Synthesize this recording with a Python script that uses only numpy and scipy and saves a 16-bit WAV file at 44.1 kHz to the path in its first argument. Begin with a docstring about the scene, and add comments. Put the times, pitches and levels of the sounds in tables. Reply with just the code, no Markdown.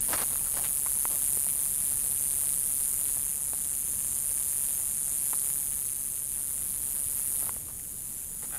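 """Cicada in desert scrub

A cicada buzzes by buckling its tymbal, a ribbed drum of skin, about 142 times a second. Each sharp
click echoes off the ground, the bushes and a walker, and the echoes shift as a hand-held camera moves.
A dull hiss pulses in time with the clicks, and a far city hums under a light breeze.
Boots crunch on gravel, pebbles knock, and at last a strap creaks."""
import sys
import numpy as np
from scipy import signal
from scipy.fft import rfft, irfft, next_fast_len
from scipy.io import wavfile
from scipy.ndimage import uniform_filter1d

SR = 44100
rng = np.random.default_rng(int(sys.argv[2]) if len(sys.argv) > 2 else 0)


def transcribe(signal):
    """Save signal, clipped to [-1, 1], as a 16-bit WAV file at the path in sys.argv[1]."""
    frames = np.atleast_2d(signal).T
    limited = np.clip(frames, -1, 1)
    pcm = np.round(limited * 32767).astype(np.int16)
    wavfile.write(sys.argv[1], SR, pcm)


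N = 378676

# how loud and bright the cicada is: (time [s], level [dB], treble tilt [dB per octave])
SONG = [(0.0, -28.5, 9), (0.45, -30, 4.5), (1.32, -27.5, 3), (1.55, -29, 4.5), (3.01, -28.5, 2.5),
        (3.39, -31.5, 0), (4.68, -29.5, 1), (5.02, -31, -3), (5.33, -28.5, 1.5), (6.12, -33.5, 2.5),
        (7.44, -30, 5.5), (7.65, -39.5, 1), (8.13, -37, 1.5), (8.35, -38, -0.5), (8.59, -36, 4)]
# the sound's trip gets shorter as the walker comes near: (time [s], travel time [ms])
TRAVEL_TIME = [(0.0, 7), (0.3, 7.3), (0.9, 4.24), (1.7, 2.4), (2.4, 2.3), (3.9, 2.92), (4.8, 2.94),
               (5.4, 2.34), (6.0, 3.7), (6.3, 2.86), (7.2, 2.98), (7.9, 2.74), (8.6, 3.26)]
# the tone of the tymbal: (frequency [Hz], level [dB])
TYMBAL_TONE = [(5200, -51), (6000, -33), (6330, -9.5), (7000, -11.5), (8080, -8), (9240, -2.5), (9760, 2),
               (10400, -2.5), (11300, -5), (12200, -3), (13000, -7), (14300, -15.5), (15000, -17.5),
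               (16000, -17)]
# weaker clicks as the tymbal springs back: (delay [ms], level [dB])
SPRING_BACK = [(1.42, -1), (2.118, -3)]
# the ground echo moves as the camera is raised and lowered: (time [s], delay [ms], level [dB])
GROUND_ECHO = [(0, 2.9, -20.), (1.3, 3.3, -16.), (1.9, 3.0, -10.), (2.75, 3.0, -10.), (3.4, 3.6, -13.),
               (3.85, 2.95, -12.), (4.5, 2.83, -9.), (5.05, 2.78, -10.), (5.35, 3.2, -17.),
               (5.8, 3.35, -18.), (7.4, 3.4, -15.), (8.6, 3.25, -18.)]
# how much the echoes outweigh the direct click at each pitch: (frequency [Hz], level [dB])
SCRUB_TONE = [(6000, 9), (8000, 2), (9000, -1.5), (9800, -1), (10700, -1), (12200, 5.5), (15500, 11.5)]
# echo off the walker's body, strongest once the camera faces it: (time [s], delay [ms], level [dB])
BODY_ECHO = [(0, .74, -12), (.6, .75, -13), (1.4, .84, -13), (3.0, .84, -12), (3.4, 1., -20),
             (5.2, .85, -19), (6.0, .92, -14), (7.5, 1.03, -18), (7.8, 1.03, -12), (8.1, .98, -5),
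             (8.6, 1.02, -9)]
# a dull hiss that pulses in time with the clicks: (frequency [Hz], level [dB])
HISS_TONE = [(300, -2.5), (700, -1), (1500, -2), (3000, -1.5), (5000, -1.5), (6500, -1), (9000, -45)]
# the far traffic: (frequency [Hz], level [dB])
HUM_TONE = [(8.8, -29), (15, 1), (60, 2), (179, -4), (353, -13), (871, -22), (5030, -30), (6000, -22),
            (7800, -13), (13200, -120)]
# gravel giving way under a boot: (time [s], level [dB], length [s], main frequency [Hz])
CRUNCHES = [(0.083, -38.5, 0.055, 600.), (0.126, -32, 0.043, 1200.), (0.171, -37.5, 0.046, 1350.),
            (0.21, -35, 0.031, 900.), (.30, -48, 0.048, 1000.), (.455, -49, 0.037, 1200.),
            (0.533, -45, 0.032, 500.), (0.562, -40.5, 0.042, 910), (0.601, -47.5, 0.042, 800.),
            (0.634, -42.5, 0.044, 2300.), (1.088, -47.5, 0.091, 700.), (7.4, -52.5, 0.12, 800.),
            (7.678, -53.5, 0.041, 795), (8.419, -50, 0.045, 1200.)]
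# pebbles knocking, except the last row, which is the first tick of the strap's creak:
# (time [s], peak level [dB], pitch [Hz], ring time [s])
KNOCKS = [(.357, -27.5, 1250, 0.0074), (.412, -37, 840, 0.016), (.573, -31, 900, .014),
          (0.862, -28, 1010, .02), (0.869, -32, 1140, 0.025), (.973, -39., 960, .014),
          (1.054, -18.5, 1010, 0.012), (1.373, -29, 430, .012), (1.466, -31, 660, .014),
          (3.172, -35, 750, .01), (3.534, -29, 775, .011), (5.332, -24.5, 970, 0.017),
          (5.339, -28.5, 1200, 0.0087), (7.428, -32, 600, 0.013), (7.469, -33, 980, .012),
          (7.493, -24.5, 1050, 0.016), (7.566, -35., 600, 0.014), (7.798, -41, 2000, .006),
          (8.434, -36, 500, .012), (8.445, -39, 800, .012), (8.511, -40, 1300, .012)]
# a knock's notes: (frequency [times the pitch], level [dB], length [share of the ring time])
KNOCK_NOTES = [(.55, -13, 0.51), (1., 2.5, 0.74), (1.3, -2, 0.63), (1.9, 1, 0.37), (2.6, -11, 0.38)]
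# the strap's notes: (frequency [Hz], level [dB], ring time [s])
STRAP_NOTES = [(815, -2.5, 0.02), (1370, -2, .01), (1530, 0, 0.016), (1856, 0, .009), (2420, -2, .009),
               (3150, -4.5, .008)]


def gain_of(db):
    """Turns decibels into a number to multiply by."""
    return 10 ** (np.asarray(db) / 20)


def evened(x):
    """Scales a sound to an average (rms) level of 1."""
    return x / np.sqrt(np.mean(x ** 2) + 1e-20)


def tone_db(tone, hz):
    """Looks up a tone table's level at the frequencies hz."""
    freqs, db = np.transpose(tone)
    return np.interp(np.log(hz + 1), np.log(freqs + 1), db)


def coloured(x, tone):
    """Filters a sound by a tone table."""
    size = next_fast_len(len(x))
    gains = gain_of(tone_db(tone, np.fft.rfftfreq(size, 1 / SR)))
    return irfft(rfft(x, size) * gains, size)[:len(x)]


def add(mix, s, sound):
    """Mixes a sound in at s seconds."""
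    part = mix[round(s * SR):][:len(sound)]
    part += sound[:len(part)]


def delay(hz, ms):
    """Multiply a spectrum by this to make its sound come later."""
    return np.exp(-2j * np.pi * hz * ms / 1000)


def ring(notes, rise_s=0.00025):
    """A struck object: each note falls 60 dB in its ring time. The peak is 1."""
    t = np.arange(2048) / SR
    x = sum(gain_of(db - 60 * t / ring_s) * np.sin(2 * np.pi * hz * t) for hz, db, ring_s in notes)
    x = x * (1 - np.exp(-t / rise_s))
    return x / abs(x).max()


def buckle(hz, draw, rib_gain=.38, slide_ms=.06):
    """Spectra of clicks of equal energy: three ribs give way in turn, and the pitch slides down."""
    gap_ms = .12 * (0.58 + 0.92 * draw[0])
    ribs = 1 + sum(rib_gain ** k * np.exp(2j * np.pi * draw[k]) * delay(hz, k * gap_ms) for k in (1, 2))
    ribs = ribs * np.exp(1j * np.pi * slide_ms * (hz - 10000) ** 2 / 820000)  # low notes come later
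    power = gain_of(tone_db(TYMBAL_TONE, hz)) ** 2
    return ribs / np.sqrt((abs(ribs) ** 2 * power).sum(1, keepdims=True) / power.sum())


def moving_echo(table, s, hz):
    """One echo whose delay and level change over time."""
    times, ms, db = np.transpose(table)
    return gain_of(np.interp(s, times, db)) * delay(hz, np.interp(s, times, ms))


def scrub_echoes(s, hz, ring_s=0.19, bush_db=-12.5, fade_db=4., bush_ms=1.195, bushes=13):
    """Echoes off the ground and bushes; their paths stretch together as the camera moves."""
    stretch = np.interp(s, *np.transpose(GROUND_ECHO)[:2]) / 3.1 - 1
    travel_ms = np.interp(s, *np.transpose(TRAVEL_TIME))
    out = moving_echo(GROUND_ECHO, s, hz)
    for k, (place, sway, walk, phase, rate) in enumerate(rng.random((bushes, 5))):
        ms = 0.463 + 13 * ((k + place) / bushes) ** 1.5
        slide_ms = 0.284 * (.5 + sway) * ms * stretch + 0.103 * (2 * walk - 1) * (travel_ms - 3)
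        waver = np.sin(2 * np.pi * (phase + (0.094 + 0.402 * rate) * s))
        level_db = bush_db - 60 * ms / 1000 / ring_s + fade_db * waver
        twigs = rng.random((6, 2))  # each bush is a cluster of small reflectors
        bush = (np.sign(twigs[:, :1] - .5) * delay(hz, bush_ms * twigs[:, 1:])).sum(0) / np.sqrt(6)
        out = out + gain_of(level_db) * bush * delay(hz, ms + slide_ms)
    return out


def cicada(clicks_per_s=142.2, jitter_ms=0.0897, loose_ms=0.028, turn_s=7.5, shadow_db=4.5):
    """The tymbal buckles, springs back and echoes. Each click is built as one row of frequencies."""
    s = np.arange(int(N / SR * clicks_per_s))[:, None] / clicks_per_s
    hz = np.fft.rfftfreq(1024, 1 / SR)[110:380]  # about 5 to 16 kHz
    draw = rng.random((len(s), 8)).T[..., None]
    chance = rng.standard_normal((len(s), 4)).T[..., None]
    s = s + (np.interp(s, *np.transpose(TRAVEL_TIME)) + 0.228 + jitter_ms * chance[0]) / 1000
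    times, level_db, tilt_db = np.transpose(SONG)

    click = buckle(hz, draw[:3])
    back = sum(gain_of(db) * delay(hz, ms + loose_ms * c) for (ms, db), c in zip(SPRING_BACK, chance[1:3]))
    back = back * buckle(hz, draw[3:6]) * np.exp(2j * np.pi * draw[3])
    aim = gain_of(0.5 * np.log(draw[6] + 1e-3))  # some clicks half miss the microphone
    direct = aim * click / gain_of(tone_db(SCRUB_TONE, hz))
    tail = back + (click + back) * scrub_echoes(s, hz)
    tail = tail / np.sqrt(uniform_filter1d((abs(tail) ** 2).mean(1, keepdims=True), 40, 0))

    # the echoes gain as the song drops, and take over when the camera turns its back on the insect
    turned = np.clip((s - turn_s) / 0.12, 0, 1)
    tail_gain = gain_of(-3.5 - 0.23 * (np.interp(s, times, level_db) + 29.5) + shadow_db * turned)
    heard = (direct + tail_gain * tail) * (1 + moving_echo(BODY_ECHO, s, hz))
    body_gain = gain_of(np.interp(s, *np.transpose(BODY_ECHO)[[0, 2]]))
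    heard /= np.sqrt((1 + body_gain ** 2) * (1 + tail_gain ** 2))  # offsets the power echoes add
    heard *= gain_of(-0.48 * chance[3] ** 2)  # now and then a feeble click
    heard *= gain_of(tone_db(TYMBAL_TONE, hz) + np.interp(s, times, tilt_db) * np.log2(hz / 10000))

    lead = 128  # samples of room before each click
    heard *= np.exp(2j * np.pi * draw[7]) * delay(hz, 1000 * (lead + s * SR % 1) / SR)
    waves = irfft(np.pad(heard, ((0, 0), (110, 133))))
    out = np.zeros(N + 2048)
    np.add.at(out, (s * SR).astype(int) + np.arange(1024), waves)
    return evened(out[lead:N + lead])


def pulsing_hiss(clicks, under_clicks_db=21.5):
    """A dull hiss that pulses in time with the clicks."""
    loudness = np.sqrt(abs(uniform_filter1d(clicks ** 2, 22)))
    return gain_of(-under_clicks_db) * evened(coloured(loudness * rng.standard_normal(N), HISS_TONE))


def city_hum(hum_db=-50, gust_db=6., gust_s=0.82, drift_db=0.6):
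    """Far traffic on the breeze: a gust dies away at the start, then the level only drifts."""
    t = np.arange(N) / SR
    drift = sum(np.sin(2 * np.pi * (hz * t + rng.random())) / np.sqrt(hz) for hz in np.geomspace(.2, 3, 12))
    swell_db = gust_db * np.exp(-t / gust_s) + drift_db * evened(drift)
    return gain_of(hum_db + swell_db) * evened(coloured(rng.standard_normal(N), HUM_TONE))


def gravel_crunch(db, length_s, hz, grains_per_s=3000., spread_db=3.):
    """Gravel gives way under a boot: many tiny ticks of uneven size, strongest around hz."""
    size = round(length_s * SR) + 1
    chance, side, weight = rng.random((3, SR // 8))[:, :size]
    ticks = (chance < grains_per_s / SR) * np.sign(side - .5)
    grains = ticks * gain_of(-spread_db * np.log(weight + 0.0092))
    body = [(60, -20), (hz / 3.5, -4), (hz, 0), (hz * 1.6, -3)]
    grit = [(hz * 2.3, -11), (8000, -14), (14000, -21)]
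    swell = signal.windows.tukey(size, .35) * gain_of(np.linspace(1.5, -2.5, size))
    return gain_of(db) * evened(coloured(grains, body + grit)) * swell


def knock(db, hz, ring_s):
    """A short ring: a struck pebble, or the first tick of the strap's creak."""
    return gain_of(db) * ring([(k * hz, level, share * ring_s) for k, level, share in KNOCK_NOTES])


def strap_creak(start_s=8.525, slips=8, gap_s=.0067, gap_growth=1.05, slip_db=-37.):
    """The strap sticks and slips, each gap a little longer; every slip makes it ring."""
    k = np.arange(slips)
    gaps = gap_s * gap_growth ** k
    swell_db = 3.5 * np.sin(np.pi * (k + 1) / (slips + 1))
    levels_db = slip_db + swell_db + 1.5 * rng.standard_normal(slips)
    out = np.zeros(N)
    for s, db in zip(start_s + np.cumsum(gaps) - gaps, levels_db):
        add(out, s, gain_of(db) * ring(STRAP_NOTES))
    return out


def scene():
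    """Adds all the sounds into one channel."""
    clicks = cicada()
    song_db = np.interp(np.arange(N) / SR, *np.transpose(SONG)[:2])
    mix = gain_of(song_db) * (clicks + pulsing_hiss(clicks)) + city_hum()
    for s, db, length_s, hz in CRUNCHES:
        add(mix, s, gravel_crunch(db, length_s, hz))
    for s, db, hz, ring_s in KNOCKS:
        add(mix, s, knock(db, hz, ring_s))
    return (mix + strap_creak())[None]


def record(dry):
    """The camera cuts off the treble above 15700 Hz."""
    low_pass = signal.firwin(511, 15700, window=("kaiser", 9), fs=SR)
    return signal.oaconvolve(dry, low_pass[None], "same")


dry = scene()
out = record(dry)
transcribe(out)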